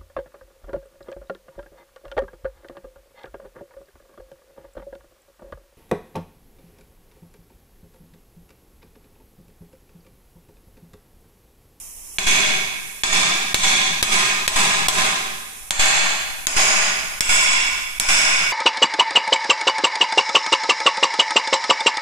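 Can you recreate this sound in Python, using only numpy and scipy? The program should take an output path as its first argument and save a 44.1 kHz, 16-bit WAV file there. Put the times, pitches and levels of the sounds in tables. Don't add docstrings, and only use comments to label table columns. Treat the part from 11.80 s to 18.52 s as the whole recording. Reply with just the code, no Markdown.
import sys
import numpy as np
from scipy import signal
from scipy.io import wavfile
from scipy.ndimage import uniform_filter1d

SR = 44100
rng = np.random.default_rng(int(sys.argv[2]) if len(sys.argv) > 2 else 0)


def store_pcm(level_fs):
    pcm = np.round(np.clip(level_fs, -1, 1) * 32767).astype(np.int16)
    wavfile.write(sys.argv[1], SR, np.atleast_2d(pcm).T)


def ratio_of_db(decibels):
    return 10 ** (np.asarray(decibels, float) / 20)


N = 296381

STRIKES_S = [
    .3845,
    1.2351,
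    1.7441,
    2.2272,
    2.6785,
    3.0839,
    3.9075,
    4.6691,
    5.4073,
    6.1987,
]
# strength in dB, bite of the lever (0 loose, 1 slack, 2 seated, 3 prying, 4 wedged),
# pitch shift in %, brightness in dB per octave, limiter depth in dB.
BLOWS = [
    (-7.5, 1.47, -0.57, 0.3, 9),
    (-9.5, 1, 0.12, -0.5, 5.5),
    (-8, 1.14, -0.34, 0.3, 5.5),
    (-10, 0.61, -0.00015, 0.2, 5),
    (-9.5, 0.071, 0.74, 0, 7.5),
    (-13.5, 0.089, .2, -0.3, 3),
    (-5.5, 2.35, 0.25, -1.33, 10.5),
    (-3, 3.2, 0.28, -1, 9.5),
    (-1.5, 3.98, -0.49, 0.75, 8),
    (-2, 3.87, .5, -.3, 8),
]
# centre in Hz, width in Hz, level in dB when loose, slack,
# seated, prying, wedged.
LEVER_MODES = [(778, 33, 0.5, 2, -4, -5, -12), (1036, 56, 4.5, 1, -5, -4, 0.5),
               (1235, 41, 0.5, 1.5, -44, -19, -19), (1462, 36, -9, -12, -31, -1.5, 5),
               (1628, 50, 1, 3, 3.5, -4, 2.5), (1846, 45, -3, 1.5, 0.7, -15, -31),
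               (2273, 118, -6, 5.5, -4, -17, 10.5), (2518, 71, -2.5, 2.5, 7, -17, 3),
               (2762, 73, -12, 1.5, -13, -23, 4.5), (3416, 124, -1, 8, 5.2, -10, 1.5),
               (3770, 150, -2, -4, 0.7, -37, -30), (4010, 76, -9, -9, -4, -20, -40),
               (4290, 300, -9.5, -3, -0.5, -11, -52), (5010, 240, -4, -3, -8, -2.5, -5)]
# centre in Hz, width in Hz, level in dB when # loose, slack, seated,
# prying, wedged.
HEAD_MODES = [(5070, 65, -13, -13, -22, -17, 7.5), (5500, 86, -6, -2, -16, -9, 9.5),
              (5820, 55, -8, 3.5, -9, -7, -21), (6190, 60, -12, -7, -8, -20, -19),
              (6403, 170, -3, -2, 4.5, -6, -5), (6600, 110, -14, -22, -18, 10, -5),
              (6940, 50, -23, 4, -36, -3, 0), (7300, 104, -41, -21, 11.5, 5, -23),
              (7730, 120, 0, 4.5, -16, -12, -1), (7810, 59, -2, -11, -18, -10, 7),
              (8260, 200, -13, -28, 0, -10, -7), (9020, 45, -2, 4.5, -13, -3, 4),
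              (9245, 133, -5, -5, -8, -17, -2), (9740, 64, -21, -56, -8, 0, -2)]
# centre in Hz, width in Hz, level in dB.
RIM_MODES = [(638, 57, -5.5), (774, 30, -8.5), (968, 50, -7.5), (1108, 13, -4.5), (1175, 71, -6.5),
             (1400, 66, -7.5), (1550, 30, -24), (1935, 14, -20), (2223, 164, -4.5), (2584, 44, -0.5)]
# centre in Hz, width in Hz, level in dB.
TYRE_MODES = [(161, 42, 3.5), (201.5, 24, 3), (251, 83, -0.5), (387, 51, 3.5)]
# frequency in Hz, level in dB per Hz.
KNOCK = [(60, -47), (130, -46), (300, -48), (500, -49.5), (700, -10), (1300, -11), (2400, -3.5),
         (4500, -13.5), (7000, -7), (9000, -11.5), (12000, -16), (15000, -77), (16000, -75)]
# frequency in Hz, level in dB per Hz.
CRACK = [(60, -8.5), (300, -20.5), (1000, -18), (2300, -6), (3400, -3), (4500, -9), (6500, -11.5),
         (9500, -14.5), (12000, -15.5), (16000, -21)]
# frequency in Hz, T60 in seconds.
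HALL_T60 = [(100, 1.23), (260, 1.2), (700, 1.144), (1840, 1.328), (4850, 1.187), (10000, 0.8)]
# frequency in Hz, left-right likeness from 0 to 1.
HALL_LIKENESS = [(60, .7), (200, .98), (450, .85), (800, .55), (1700, .25), (2600, .05)]
# frequency in Hz, left minus right in dB.
HALL_LEAN = [(100, 3.5), (800, 4), (1650, .5), (2200, -8), (3700, 2), (4800, .5), (7000, -8), (11500, 7)]
# time in seconds, level in dB.
DRAUGHT = [
    (0.0, -51.5),
    (0.58, -52),
    (1.05, -82),
    (2.32, -80),
    (3.74, -51),
    (4.1, -47),
    (5.3, -46),
    (5.62, -42),
    (6.72, -45),
]
# frequency in Hz, level in dB per Hz.
HISS = [(25, 1.5), (170, -15.5), (560, -20), (1020, -15.5), (1400, -25), (2550, -18), (3700, -20.5),
        (4600, -26.5), (5400, -13), (6300, -12), (10400, -4), (11500, -9), (13500, -12.5), (14600, -14),
        (15400, -17.5)]
# frequency in Hz, left-right likeness from 0 to 1.
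HISS_LIKENESS = [(60, 0.19), (180, 0.8), (550, 0.75), (1650, 0.15), (4970, 0.06), (15000, 0.03)]
# frequency in Hz, left minus right in dB.
HISS_LEAN = [(300, 0), (1200, -2), (2250, -11), (3000, -9), (3700, -2), (6200, -14), (8700, -4), (14000, 3)]
# frequency in Hz, threshold in dB under the whole sound.
MASKED = [(2800, 50), (3400, 27), (4700, 42), (5200, 48), (8700, 35), (10500, 34.5), (12000, 37.5),
          (15000, 45.5)]

LANDING_DB, LANDING_PERCENT = 1.6, 0.6
REGRIP_S = 3.5
THUMP_BEFORE_DB, THUMP_AFTER_DB, CRACK_THUMP_DB = -10, -19.5, -17
QUICK_S, RESTED_S = 0.49, 1
CRACK_QUICK_DB, CRACK_RESTED_DB = 18.5, -1
CRACK_TILT_DB, CRACK_TILT_DB_PER_S = -2.05, 1.1
PAN_DB, PAN_DB_PER_S = -0.2, 0.15
LEFT_LATE_SAMPLES = 10
OVERLOAD, CEILING_DB = 1.71, -16
SWING_LEFT, SWING_LEFT_PER_DB, SWING_RIGHT = -0.1, 0.067, 0.3
BLOCK_S, FIRST_BLOCK_S = 0.022041, 0.0043
LEAST_HOLD_S, LET_GO_S = 0.0775, 0.002
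DRAUGHT_LEAN_DB, HISS_DB, EDGE_HZ = 1.5, -41, 15350


def evened(x):
    return x / np.sqrt(np.mean(x ** 2))


def read(points, hz):
    f, value = np.transpose(points)
    return np.interp(np.log(hz + 1), np.log(f + 1), value)


def noise_pair(length, size, likeness, gain):
    frames = 4 * length // size + 5
    hz = np.fft.rfftfreq(size, 1 / SR)[:, None]
    a, b, c, d = rng.standard_normal((frames, len(hz), 4)).T
    like = np.clip(read(likeness, hz), -1, 1)
    left = a + 1j * b
    right = like * left + np.sqrt(1 - like ** 2) * (c + 1j * d)
    z = np.array([left, right]) * gain(hz, np.arange(frames) * size / 4 / SR)
    return signal.istft(z, nperseg=size, noverlap=3 * size // 4)[1][:, :length]


def ring_modes(bite, shift_percent, landing):
    rows = np.array(LEVER_MODES + HEAD_MODES)
    share = np.maximum(1 - abs(np.clip(bite, 0, 4) - np.arange(5)), 0)
    db = rows[:, 2:] @ share + LANDING_DB * landing
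    detune_percent = shift_percent + LANDING_PERCENT * landing[::-1]
    return np.column_stack([rows[:, 0] * (1 + detune_percent / 100), rows[:, 1], db])


def mode_power(rows, hz):
    centre_hz, width_hz, db = np.transpose(rows)[:, :, None]
    return (ratio_of_db(2 * db) / (1 + (2 * (hz - centre_hz) / width_hz) ** 2) ** 1.184).sum(0)


def strike(contact, rings, thump_db, tilt_db, ring_db, size=16384):
    hz = abs(np.fft.fftfreq(size, 1 / SR))
    steel = mode_power(rings, hz) + mode_power(RIM_MODES, hz)
    power = ratio_of_db(2 * read(contact, hz)) + ratio_of_db(2 * ring_db) * steel
    power = power * ratio_of_db(2 * tilt_db * np.log2((hz + 500) / 2500))
    power = power + ratio_of_db(2 * thump_db) * mode_power(TYRE_MODES, hz)
    partials = evened(uniform_filter1d(rng.standard_normal(size // 2 + 1), size=12))
    mirrored = np.minimum(np.arange(size), size - np.arange(size))
    log_gain = np.log(np.sqrt(power) * ratio_of_db(1.69 * partials[mirrored]))
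    return np.fft.ifft(np.exp(np.conj(signal.hilbert(log_gain)))).real[:size // 2]


def blow(rings, strength_db, thump_db, tilt_db, direct_db, crack_tilt_db, pan_db):
    knock = strike(KNOCK, rings, thump_db, tilt_db, 0)
    tail = signal.fftconvolve(knock[None], hall(), axes=1)
    tail /= np.sqrt(np.mean(tail[:, SR // 10:SR // 5] ** 2))
    t = np.arange(1500) / SR
    clatter = rng.standard_normal((2, 1500)) * (np.exp(-t / 0.00019) + 0.23 * np.exp(-t / 0.0096))
    clatter[:, :6] += 1.3 * np.hanning(6)
    crack = strike(CRACK, rings, CRACK_THUMP_DB, crack_tilt_db, -4.0)
    direct = signal.fftconvolve(crack[None], clatter, axes=1)
    direct /= np.sqrt(np.mean(direct[:, :900] ** 2, 1, keepdims=True))
    tail[:, :direct.shape[1]] += ratio_of_db(direct_db) * direct
    return ratio_of_db(strength_db + pan_db * np.array([[.5], [-.5]])) * tail


def hall():
    clumps = rng.standard_normal((4 * 2 * SR // 256 + 5, 129)).T
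    clumps = uniform_filter1d(clumps, size=24, axis=0)
    clumps = evened(uniform_filter1d(clumps, size=5, axis=1))

    def gain(hz, t):
        lean_db = read(HALL_LEAN, hz) * np.array([.5, -.5])[:, None, None]
        return ratio_of_db(lean_db) * ratio_of_db(0.6 * clumps - 60 * t / read(HALL_T60, hz))

    tail = noise_pair(2 * SR, 256, HALL_LIKENESS, gain)
    tail[0] = np.roll(tail[0], LEFT_LATE_SAMPLES)
    return tail * (1 - np.exp(-np.arange(2 * SR) / SR / 0.00053))


def scene():
    mix, last_s = np.zeros((2, N + 3 * SR)), -1
    landings = rng.standard_normal((len(BLOWS), len(LEVER_MODES + HEAD_MODES)))
    for s, (strength_db, bite, shift_percent, tilt_db, _), landing in zip(STRIKES_S, BLOWS, landings):
        rings = ring_modes(bite, shift_percent, landing)
        thump_db = THUMP_BEFORE_DB if s < REGRIP_S else THUMP_AFTER_DB
        crack_db = np.interp(s - last_s, [QUICK_S, RESTED_S], [CRACK_QUICK_DB, CRACK_RESTED_DB])
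        crack_tilt_db = CRACK_TILT_DB + CRACK_TILT_DB_PER_S * s
        pan_db = PAN_DB + PAN_DB_PER_S * s
        sound = blow(rings, strength_db, thump_db, tilt_db, crack_db, crack_tilt_db, pan_db)
        at, last_s = round(s * SR), s
        mix[:, at:at + sound.shape[1]] += sound
    return mix[:, :N]


def overload(dry):
    clipped = OVERLOAD * (np.tanh(dry / OVERLOAD + .15) - np.tanh(.15))
    return signal.lfilter(*signal.butter(2, 12000, fs=SR), clipped)


def gain_control(x):
    keep = np.exp(-1 / (0.015 * SR))
    power = signal.lfilter([1 - keep], [1, -keep], (x ** 2).mean(0))
    late = np.interp(np.arange(N) - 0.00081 * SR, np.arange(N), power)
    return x / (1 + (late / ratio_of_db(2 * CEILING_DB)) ** 1.727) ** (0.44 / 1.79)


def bias_swing():
    t, swing = np.arange(N) / SR, np.zeros((2, N))
    for s, (*_, depth_db) in zip(STRIKES_S, BLOWS):
        left = SWING_LEFT + SWING_LEFT_PER_DB * depth_db
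        u = np.maximum(t - s, 0)
        for k, (size, turn_hz) in enumerate([(left, 1.7), (SWING_RIGHT, 1.25)]):
            slow = np.cos(2 * np.pi * turn_hz * (u - .07)) * np.exp(-u / 0.22)
            dip = 2.2 * np.exp(-u / 0.036)
            swing[k] += 0.66 * size * (slow - dip) * (1 - np.exp(-u / 0.028))
    return swing


def limiter_db():
    t, gain_db = np.arange(N) / SR, np.zeros(N)
    for s, (*_, depth_db) in zip(STRIKES_S, BLOWS):
        blocks = np.ceil((s + LEAST_HOLD_S - FIRST_BLOCK_S) / BLOCK_S)
        release_s = FIRST_BLOCK_S + BLOCK_S * blocks
        steps_s = [s - .0105, s - .008, s + .0014, s + .0021, release_s - LET_GO_S, release_s + LET_GO_S]
        gain_db += np.interp(t, steps_s, [0, -11.5, -9.5, -2.5 - depth_db, -depth_db, 0])
    return gain_db


def draught():
    def gain(hz, t):
        return ratio_of_db(np.interp(t, *np.transpose(DRAUGHT))) / (1 + (hz / 38) ** 4)

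    air = evened(noise_pair(N, 4096, [(20, 0.35), (100, .3)], gain))
    rms = np.sqrt(np.mean(ratio_of_db(2 * np.transpose(DRAUGHT)[1])))
    return ratio_of_db(DRAUGHT_LEAN_DB * np.array([[.5], [-.5]])) * air * rms


def hiss():
    patches = evened(uniform_filter1d(rng.standard_normal(N // 256 + 20), 20))

    def gain(hz, t):
        lean_db = np.array([.5, -.5])[:, None, None] * read(HISS_LEAN, hz)
        return ratio_of_db(read(HISS, hz) + lean_db + 0.67 * patches[:len(t)])

    return ratio_of_db(HISS_DB + 3.5) * evened(noise_pair(N, 1024, HISS_LIKENESS, gain))


def drop_masked(x, size=8):
    hz, _, z = signal.stft(x, SR, "cosine", nperseg=2048, noverlap=1024)
    bands = (abs(z[:, :-1]) ** 2).sum(0).reshape(-1, size, z.shape[2]).sum(1)
    floor = bands[1:].sum(0) * ratio_of_db(-2 * read(MASKED, hz[size // 2::size]))[:, None]
    floor = floor * ratio_of_db(4.2 * rng.standard_normal(floor.shape))
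    z[:, :-1] *= np.repeat(bands > floor, size, axis=0)
    return signal.istft(z, SR, "cosine", nperseg=2048, noverlap=1024)[1][:, :N]


def top_cut(x):
    return signal.sosfilt(signal.butter(12, 16520, fs=SR, output="sos"), x)


def record(dry):
    levelled = gain_control(overload(dry))
    duck_db = limiter_db()
    held = (levelled + bias_swing() + draught()) * ratio_of_db(duck_db) + hiss() * ratio_of_db(0.99 * duck_db)
    low_pass = signal.firwin(255, EDGE_HZ, window=("kaiser", 9), fs=SR)
    limited = signal.oaconvolve(held, low_pass[None], "same")
    return top_cut(drop_masked(limited))


dry = scene()
out = record(dry)
store_pcm(out)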